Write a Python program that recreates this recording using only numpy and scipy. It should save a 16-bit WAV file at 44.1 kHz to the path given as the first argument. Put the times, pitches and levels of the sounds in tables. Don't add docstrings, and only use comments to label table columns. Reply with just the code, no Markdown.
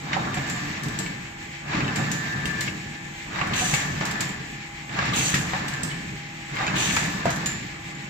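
import sys
import numpy as np
from scipy import signal
from scipy.fft import rfft, irfft, next_fast_len
from scipy.io import wavfile
from scipy.ndimage import uniform_filter1d

SR = 44100
rng = np.random.default_rng(int(sys.argv[2]) if len(sys.argv) > 2 else 0)


def invert_db(x):
    u = np.asarray(x, float) / 20
    return 10 ** u


def wav_record(signal):
    frames = np.transpose(np.atleast_2d(signal))
    bounded = np.clip(frames, -1, 1)
    quanta = np.round(bounded * 32767).astype(np.int16)
    wavfile.write(sys.argv[1], SR, quanta)


N = 356769
T = np.arange(N) / SR

# (start [s], length [s], frame rumble [dB], carton scrape [dB], chain clatter [dB])
STROKES = [
    (0.131, 0.88, -29.5, -35, -36.5),
    (1.729, 0.92, -29, -34.5, -34.5),
    (3.385, 0.87, -30.5, -33.5, -33.5),
    (4.992, 0.87, -29.5, -33.5, -33.5),
    (6.599, 0.85, -27.5, -33, -32),
]
# (time [s], frame [dB], cartons [dB], chain [dB])
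JOLTS = [(0.13, -34, -35.5, -26), (0.369, -38, -51, -34), (0.989, -31, -42.5, -39), (1.745, -25, -34, -40),
         (1.957, -27.5, -41, -27), (2.67, -34, -62, -46), (3.415, -50, -46, -50), (3.737, -34, -45, -27.5),
         (4.01, -30, -32, -31.5), (4.198, -28, -46, -38), (5.341, -28, -41, -25.5), (5.537, -41, -36, -31),
         (5.91, -39, -58, -52), (6.968, -26.5, -35, -26.5), (7.257, -28, -31.5, -32)]
# (frequency [Hz], level [dB])
SCRAPE_COLOUR = [(250, -30), (420, -10.5), (665, -3.5), (822, 0.5), (912, -2), (1170, -3), (1320, -3.5),
                 (1550, -2.5), (2020, -15.5), (3410, -120)]
# (frequency [Hz], level [dB])
CLATTER_COLOUR = [(880, -44), (1500, -14.5), (1670, -1.5), (2350, -2.5), (2960, -9), (3220, -11),
                  (6130, -17.5), (7150, -17.5), (8000, -39), (10400, -65), (17600, -120)]
FAR_LAG_S, NEAR_LAG_S = 0.0003, 0.00055
CARTON_LAG_S, LUG_LAG_S = 0.0002, 0.0004


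def response(points, size):
    hz, db = np.transpose(points)
    bin_hz = np.arange(size // 2 + 1) * SR / size
    return invert_db(np.interp(np.log(np.maximum(bin_hz, 1)), np.log(hz), db))


def shape(x, points):
    size = next_fast_len(x.shape[-1])
    return irfft(rfft(x, size) * response(points, size), size)[..., :x.shape[-1]]


def unit(x):
    return x / np.sqrt(np.mean(x ** 2))


def walk(rate):
    knots = rng.standard_normal(int(N / SR * rate) + 2)
    return 1.19 * np.interp(T * rate, np.arange(len(knots)), knots)


def add(track, s, sound):
    i = int(s * SR)
    track[i:i + len(sound)] += sound[:N - i]


def ports(mid, side, lag_s):
    # (frequency [Hz], level [dB])
    width = [(60, -41), (110, -38), (200, -26), (380, -4.5), (700, -2), (1290, -0.5), (2380, -2.5),
             (4400, -0.5), (8120, -9), (15000, -5)]
    side = shape(side, width)
    left = np.roll(mid + side, round(lag_s * SR))
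    return invert_db(-0.16) * np.array([left, mid - side])


def noise(points, grit_db=0., flicker_db=1.):
    grains = rng.standard_normal((2, N)) * invert_db(grit_db * walk(900) + flicker_db * walk(22))
    return unit(shape(grains, points))


def tones(lines, wander, flicker_db, side_db=0.):
    mid, side = 0, 0
    for hz, db in lines:
        turn = 2 * np.pi * hz * T + wander * walk(32)
        size = np.sqrt(2) * invert_db(db + flicker_db * walk(55))
        mid = mid + size * np.sin(turn)
        side = side + size * np.sin(turn + 2.38 * walk(3.4))
    return np.array([mid, invert_db(side_db) * side])


def cam(levels_db, rule):
    leads_s = [0.1, 0.087, 0.1, 0.087, 0.079]
    take_up_s = 0.03
    slack_db, full_s, eased_s, eased_db, end_db, out_s, over_db, rest_db = rule
    points = []
    for (s, length, *_), lead, db in zip(STROKES, leads_s, levels_db):
        points += [(s - lead - take_up_s, rest_db), (s - lead, db + slack_db)]
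        points += [(s + full_s, db), (s + eased_s, db + eased_db)]
        points += [(s + length, db + end_db), (s + length + out_s, rest_db + over_db)]
    return invert_db(np.interp(T, *np.transpose(points)))


def shake(levels_db, t60):
    late = T - np.array(JOLTS)[:, :1]
    return ((late > 0) * invert_db(levels_db[:, None] - 60 * np.abs(late) / t60)).sum(0)


def motion(layer, rule, t60):
    moving = cam(np.transpose(STROKES)[2 + layer], rule)
    return np.hypot(moving, shake(np.transpose(JOLTS)[1 + layer], t60))


def hall():
    # (frequency [Hz], level [dB])
    hall_colour = [(15, -40), (25, -1), (90, -0.5), (149, -4), (236, -7), (335, -15.5), (520, -26),
                   (1000, -17), (1400, -34), (2280, -5), (4870, -25), (7400, -12.5), (10500, -17),
                   (16000, -18.5)]
    # (frequency [Hz], level [dB])
    idle = [(145.3, -50.5), (333.8, -52.5), (2067, -50), (2264, -52.5), (3160, -62.5)]
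    hum = tones(idle, wander=0.2, flicker_db=0.6, side_db=-9)
    return invert_db(-43) * noise(hall_colour, flicker_db=1.5) + hum


def servo():
    # (slack [dB], full at [s], eased at [s], eased [dB], end [dB],
    # run-out [s], then over rest [dB], rest [dB])
    hold_cam = (5, .0, .5, 0, 0, .1, -4, -52.5)
    moving_db = np.full(len(STROKES), -59)
    return cam(moving_db, hold_cam) * tones([(813.5, 3.5)], wander=0.2, flicker_db=0.6, side_db=-9)


def beams():
    # (frequency [Hz], level [dB], width [Hz])
    members = [(86, -5, 13), (141.3, -4.5, 48), (181, 2, 26), (290, -5.5, 16), (325, -9, 17)]
    out = 0
    for hz, db, width in members:
        peak = [(hz - 2 * width, -30), (hz - width / 2, -3), (hz, 0), (hz + width / 2, -3), (hz + 2 * width, -30)]
        out = out + invert_db(db + 0.74 * walk(5.4)) * noise(peak, flicker_db=1.0)
    swell = cam(np.transpose(STROKES)[2], (-8, 0.61, 0.1, -10.5, -6, 0.67, -7, -50))
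    return invert_db(-5) * swell * unit(out)


def knocks(table, crack_points, t60, crack_share, lag_s):
    out, t = np.zeros((2, N)), T[:SR // 4]
    size = np.array([0.99, 0.35, 0.68, 0.42, 0.12])
    for s, db, hz, thud_db, pan_db in table:
        detune = 1 + 0.062 * rng.standard_normal(5) * [0, 1, 1, 1, 1]
        ratio = np.array([1, 0.72, 1.12, 1.37, 1.9]) * detune
        rings = size @ np.sin(2 * np.pi * hz * ratio[:, None] * t) * invert_db(-60 * t / t60)
        crack = unit(shape(rng.standard_normal(len(t)), crack_points))
        crack = crack * (invert_db(-60 * t / 0.021) + 0.5 * invert_db(-60 * t / 0.0072))
        thud = np.sin(2 * np.pi * 150 * t) * invert_db(thud_db - 6 - 60 * t / 0.055)
        for ch in range(2):
            blow = invert_db((0.5 - ch) * pan_db) * (0.6 * rings + crack_share * crack) + thud
            add(out[ch], s + (1 - ch) * lag_s, invert_db(db - 4.5) * blow)
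    return out


def chain_ticks():
    # (time [s], peak [dB], ring [Hz], left minus right [dB])
    ticks = [(0.3411, -18, 1800, 2), (0.4883, -23, 1770, -3), (1.8796, -18, 2670, -2),
             (3.3594, -21, 1530, 1.0), (3.3877, -22, 1750, 4.0), (3.3915, -19, 1650, 8),
             (3.4111, -22, 1960, 5), (3.435, -33, 1490, -1), (3.4964, -23, 1930, -2.0),
             (3.5133, -31, 1720, 3), (3.5343, -18, 3170, 1.0), (4.008, -28, 1770, -2.0),
             (4.156, -19.5, 1720, 5.5), (4.8944, -24, 1730, 1), (4.9896, -11.5, 1644, 3),
             (5.0212, -23, 2080, 4.5), (5.0404, -25, 1730, -4), (5.1377, -20, 1756, 9),
             (5.5348, -14, 1735, -0.5), (6.5434, -25, 1740, 2.0), (6.5687, -20, 2150, 8),
             (6.5894, -18, 1960, 0.5), (6.6104, -18, 1570, 5.0), (6.6403, -20, 2140, 2.0),
             (6.679, -15.5, 2630, 1.0), (6.7424, -19, 1760, 5), (6.8648, -25, 1690, -4),
             (7.2945, -19, 1680, -10)]
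    # (frequency [Hz], level [dB])
    tick_colour = [(700, -26), (1500, -7), (3000, 3), (5000, -6), (8000, -22), (16000, -12)]
    ticks = np.insert(ticks, 3, -25, axis=1)
    return knocks(ticks, tick_colour, t60=0.055, crack_share=0.31, lag_s=LUG_LAG_S)


def lug_knocks():
    # (time [s], peak [dB], ring [Hz], left minus right [dB])
    lugs = [(0.1321, -13.5, 2190, -6), (1.0625, -19.5, 2270, 0), (1.7325, -18, 2320, -4),
            (1.8053, -14.5, 2200, 5), (2.4563, -18, 2780, -8), (2.614, -19, 2140, 3),
            (2.6788, -17, 2176, 8), (3.3914, -41, 2170, 3), (3.4144, -16, 1990, -12),
            (3.5947, -13, 2360, 5), (3.7394, -9, 2240, 7), (4.2088, -19.5, 2450, 7),
            (4.8938, -32, 2290, -9), (4.9886, -26, 2030, 10), (5.2094, -19, 2300, 19),
            (5.3413, -11.5, 1890, 9), (5.5358, -32, 2170, -1), (5.6815, -25, 2900, -2),
            (5.7394, -22.5, 2010, -7), (5.8326, -39, 1910, 2.0), (5.9135, -20.5, 2210, 4.5),
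            (6.563, -23.5, 2140, 4), (6.6667, -13.5, 2360, -3), (6.9077, -19, 2260, 18),
            (6.9671, -14.5, 2320, 15), (7.2549, -30, 1940, -8), (7.4604, -23, 2440, -11)]
    lugs = np.insert(lugs, 3, -25, axis=1)
    return knocks(lugs, CLATTER_COLOUR, t60=0.049, crack_share=0.33, lag_s=LUG_LAG_S)


def carton_knocks():
    # (time [s], peak [dB], ring [Hz], thud over ring [dB], left minus right [dB])
    cartons = [(0.167, -16, 790, -26, -15.5), (0.271, -17.5, 1180, -14, -1), (0.37, -21.5, 730, 1, -11),
               (1.746, -34, 965, -22, 1), (1.995, -22, 773, -6, -8), (3.415, -14.5, 1136, -6, -4),
               (3.619, -21, 734, -17, -12), (3.736, -18.5, 806, 12.5, -8), (4.007, -28, 1030, 4, -5),
               (4.988, -19, 1135, -6, -8), (5.026, -17.5, 1250, 2, 0), (5.34, -18, 1338, 10.5, 5),
               (5.534, -21, 768, -9, 18), (5.549, -21, 788, -6, 3), (6.609, -21.5, 780, -18, -9),
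               (6.968, -13, 1324, -13, 4), (7.256, -10, 686, -16, -1), (7.276, -34, 980, -7, -1)]
    return knocks(cartons, SCRAPE_COLOUR, t60=0.089, crack_share=0.33, lag_s=CARTON_LAG_S)


def puffs(table, t60):
    # (frequency [Hz], level [dB])
    snap_colour = [(1500, -5), (3000, 3.5), (6000, 3), (7500, 4.5), (10000, 13), (16000, 0)]
    out, t = np.zeros((2, N)), T[:SR // 2]
    fall = invert_db(-60 * t / t60)
    snap_fade = 0.6 * invert_db(-60 * t / 0.0087) + 0.7 * invert_db(-60 * t / 0.065) + 0.34 * fall
    whistle_fade = 0.34 * invert_db(-60 * t / 0.042) + 0.26 * fall
    for s, db, hz, snap_db, pan_db in table:
        gas = rng.standard_normal((3, len(t)))
        snap = unit(shape(gas[:2], snap_colour)) * invert_db(snap_db + 21.0)
        peak = [(hz - 900, -30), (hz - 300, -4), (hz, 0), (hz + 300, -4), (hz + 800, -30)]
        whistle = unit(shape(gas[2], peak))
        for ch in range(2):
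            sound = snap[ch] * snap_fade + whistle * whistle_fade
            add(out[ch], s + (1 - ch) * NEAR_LAG_S, invert_db(db - 2.5 + (0.5 - ch) * pan_db) * sound)
    return out


def valves():
    # (time [s], whistle peak [dB], whistle [Hz], snap
    # over whistle [dB], left minus right [dB])
    bleeds = [(0.3443, -30.5, 7440, -17.5, -3), (0.834, -37, 6500, -7.5, 1), (1.9597, -23, 7370, -20, 3.5),
              (2.4556, -22, 8850, -21.5, -1), (3.7393, -19, 7140, -18, 1), (4.0534, -31, 6470, -10.5, -5),
              (5.3436, -21, 7240, -15, 0.0), (5.6815, -28, 8350, -15.5, -1), (6.964, -19.5, 6950, -18.5, -1),
              (7.2554, -34.5, 7260, -12.5, -1), (7.3042, -24, 6500, -18.5, -2)]
    # (time [s], whistle peak [dB], whistle [Hz], snap over whistle [dB], left minus right [dB])
    shuts = [(0.4973, -23, 7400, -21.5, 4), (0.9887, -23, 7600, -18, 3), (2.1154, -22, 6800, -18.5, 7.5),
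             (2.608, -24.5, 7140, -13.5, 4.5), (4.2063, -20, 7270, -18, -4.5),
             (5.8329, -17.5, 7900, -24.5, -8), (7.4596, -14, 7100, -24.5, -1)]
    # (time [s], whistle peak [dB], whistle [Hz], snap over whistle [dB], left minus right [dB])
    pilots = [(0.4748, -42, 7400, -12, 1), (0.8844, -40, 7400, -8, 1), (7.3607, -38, 7300, -7, 1),
              (3.4715, -48, 7900, -3, 3), (4.0064, -34, 7000, -20, 1), (4.1112, -27.5, 7500, -16, -2),
              (4.291, -31, 7400, -29, -5), (5.0557, -35.5, 7390, -16, 8), (5.7367, -31.5, 7200, -17.5, -2),
              (5.8805, -38, 7740, -26, 2), (6.5554, -38, 7000, -20, -5), (6.6672, -23, 6860, -37, -2),
              (7.9494, -34, 6960, -29, -1.5)]
    return puffs(bleeds, t60=0.42) + puffs(shuts, t60=0.39) + puffs(pilots, t60=0.15)


def air():
    # (start [s], length [s], hiss [dB], throat roar [dB])
    blasts = [
        (3.535, 0.22, -24.5, -29),
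        (5.135, 0.16, -21.5, -26.5),
        (6.756, 0.19, -23, -26.5),
    ]
    # (frequency [Hz], level [dB])
    jet_colour = [(2000, -17), (4500, -2), (5600, -4), (6100, 1), (6600, 8), (7500, 5.5), (9000, 14.5),
                  (12000, 0.5), (16000, 3)]
    # (frequency [Hz], level [dB])
    roar_colour = [(1800, -7.5), (2600, 4), (3300, 0.5), (4300, -6), (5400, -21), (7000, -8)]
    # (frequency [Hz], level [dB])
    nozzle_colour = [(5700, -19.5), (6000, -7), (6150, -0.5), (6400, -5), (6700, -28)]
    hiss, roar = 0, 0
    for s, length, hiss_db, roar_db in blasts:
        gate = (T > s) * invert_db(-60 * np.maximum(T - s - length, 0) / 0.68)
        build_db = np.interp(T - s, [0, 0.021, 0.025, 0.054, length], [-13.5, -13.5, -3, 0, -1.5])
        sag_db = np.interp(T - s, [0, length], [0, -4.5])
        hiss = hiss + gate * invert_db(hiss_db + build_db)
        roar = roar + gate * invert_db(roar_db + sag_db)
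    nozzle = invert_db(-9) * noise(nozzle_colour, flicker_db=1.5)
    jet = noise(jet_colour, grit_db=2.0, flicker_db=1.0)
    return hiss * (nozzle + jet) + roar * noise(roar_colour, grit_db=3.0, flicker_db=1.0)


def loose_links():
    # (frequency [Hz], level [dB], time to fall 60 dB [s])
    links = [(706, -6, 0.021), (1030, -1, 0.09), (1180, 2, 0.075), (1430, -6.5, 0.053), (1632, 1.5, 0.021),
             (1945, 0, 0.069), (2130, -0.5, 0.03), (2360, -3.5, 0.089), (2673, 2, 0.059), (3140, -8, 0.043),
             (3730, -4.5, 0.065)]
    # (slack [dB], full at [s], eased at [s], eased [dB], end [dB],
    # run-out [s], then over rest [dB], rest [dB])
    rattle_cam = (-15, .0, 0.54, -7.5, -8, -0.14, 6.5, -56)
    taps_per_s = 60
    out = 0
    for hz, db, t60 in links:
        taps = (rng.random(N) < taps_per_s / SR) * invert_db(1.75 * rng.standard_exponential(N))
        r = invert_db(-60 / (t60 * SR))
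        ring = signal.lfilter([1], [1, -2 * r * np.cos(2 * np.pi * hz / SR), r * r], taps)
        sides = np.array([[1], [rng.choice([-1, 1])]])
        out = out + invert_db(db) * unit(ring) * sides
    return invert_db(-2.5) * cam(np.transpose(STROKES)[4], rattle_cam) * unit(out)


def chain_clatter():
    # (slack [dB], full at [s], eased at [s], eased [dB], end [dB],
    # run-out [s], then over rest [dB], rest [dB])
    clatter_cam = (-9.5, .0, .5, -5, -4, 0.28, -1, -43)
    return motion(2, clatter_cam, t60=0.32) * noise(CLATTER_COLOUR, grit_db=1.0, flicker_db=2.08)


def carton_scrape():
    # (slack [dB], full at [s], eased at [s], eased [dB], end [dB],
    # run-out [s], then over rest [dB], rest [dB])
    scrape_cam = (-12, .0, .5, -8, -8, 0.18, 0.5, -50.5)
    return motion(1, scrape_cam, t60=0.9) * noise(SCRAPE_COLOUR, grit_db=-0.5, flicker_db=0.34)


def gear_song():
    # (multiple [1], level over the 12th [dB])
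    mesh = [(1, -8.5), (3, -19.5), (5, -17), (7, -18.5), (8, -14.5), (11, -7), (12, -1), (13, -11.5),
            (15, -42)]
    # (time [s], level of the 12th overtone [dB])
    gear_load = [
        [(0.0, -72), (0.12, -51), (0.6, -39.5), (0.802, -51), (0.844, -41), (1.34, -54), (1.5, -65)],
        [(1.6, -72), (1.68, -55), (1.942, -38.5), (2.632, -38.5), (2.656, -46), (3.106, -51.5), (3.2, -69)],
        [(3.3, -66), (3.378, -45), (3.914, -38.5), (3.946, -48), (4.122, -39.5), (4.54, -53), (4.8, -76)],
        [(4.9, -54), (5.012, -45), (5.3, -47), (5.35, -36.5), (5.412, -46), (5.794, -41.5), (6.4, -67)],
        [(6.5, -61), (6.57, -48), (6.826, -41), (7.548, -44.5), (7.686, -68), (7.7, -56), (8.09, -61)],
    ]
    mesh_hz = 145.8
    song = tones([(k * mesh_hz, db) for k, db in mesh], wander=1.1, flicker_db=3.0)
    load_db = np.interp(T, *np.vstack(gear_load).T)
    return invert_db(2.0 + load_db) * song


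def frame_rumble():
    # (frequency [Hz], level [dB])
    rumble_colour = [(15, -47), (25, -19), (92, -11.5), (141, 0), (189, -4), (270, -9.5), (321, -9.5),
                     (362, -17), (436, -17.5), (472, -24.5), (600, -26), (780, -55), (1320, -120)]
    # (slack [dB], full at [s], eased at [s], eased [dB], end [dB],
    # run-out [s], then over rest [dB], rest [dB])
    rumble_cam = (-9.5, 0.13, .5, -5, -4.5, 0.35, 3, -44.5)
    return motion(0, rumble_cam, t60=0.5) * noise(rumble_colour, flicker_db=1.8)


def room(x):
    t = T[:SR // 2]
    echo = rng.standard_normal((2, len(t))) * invert_db(-60 * t / 0.41) * (t > 0.004)
    tail = unit(ports(*echo, FAR_LAG_S)) / np.sqrt(len(t))
    return invert_db(-5) * signal.fftconvolve(x.mean(0, keepdims=True), tail, axes=1)[:, :N]


def scene():
    # (frequency [Hz], level [dB])
    lean = [(380, 0), (700, -2), (1290, .5), (2380, 1), (4400, -2), (8120, 1)]
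    far = hall() + servo() + beams() + frame_rumble()
    near = air() + loose_links() + chain_clatter() + carton_scrape() + gear_song()
    left, right = ports(*far, FAR_LAG_S) + ports(*near, NEAR_LAG_S)
    spread = np.array([shape(left, lean), shape(right, np.array(lean) * [1, -1])])
    hits = chain_ticks() + lug_knocks() + carton_knocks() + valves()
    return spread + hits + room(hits)


def drop_quiet_treble(hz, bins):
    # (from [Hz], to [Hz], threshold [dB], its scatter [dB])
    dropout = [(8250, 9650, -63, 5), (9650, 10350, -64, 3), (10350, 16500, -88, 1)]
    frames = bins.shape[2]
    for lo, hi, db, scatter_db in dropout:
        for start in np.arange(lo, hi, 350):
            band = (hz >= start) & (hz < min(start + 350, hi))
            power = uniform_filter1d(np.sum(abs(bins[:, band]) ** 2, 1), 3)
            scatter = np.repeat(rng.standard_normal(frames), 5)[:frames]
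            bins[:, band] *= power[:, None] > invert_db(2 * (db + scatter_db * scatter))
    return bins


def thin(hz, bins):
    sparse_hz, top_hz, kept, attack_db = 8250, 15300, 0.7, 8
    power = np.sum(abs(bins[:, hz > sparse_hz]) ** 2, (0, 1))
    steady = power < invert_db(2 * attack_db) * np.roll(power, 2)
    cells = rng.random((len(hz) // 4 + 1, bins.shape[2] // 2 + 1)) < kept
    cells = cells.repeat(4, 0).repeat(2, 1)[:len(hz), :bins.shape[2]]
    cells = cells / np.sqrt(kept) * (hz < top_hz)[:, None]
    return bins * np.where((hz > sparse_hz)[:, None] & steady, cells, 1)


def top_cut(x):
    return signal.sosfilt(signal.butter(12, 16500, fs=SR, output="sos"), x)


def record(dry):
    # (frequency [Hz], level [dB])
    final_colour = [(20, -9), (36, 0), (8050, 0), (8250, -14), (9600, -19), (9900, -32), (10250, -32),
                    (10400, -18), (13500, -15), (15250, -11), (15700, -26), (16400, -36)]
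    limit = 0.62
    heard = shape(limit * np.tanh(dry / limit), final_colour)
    hz, _, bins = signal.stft(heard, SR, nperseg=1024)
    bins = thin(hz, drop_quiet_treble(hz, bins))
    mix = signal.istft(bins, SR, nperseg=1024)[1][:, :N]
    return top_cut(mix)


dry = scene()
out = record(dry)
wav_record(out)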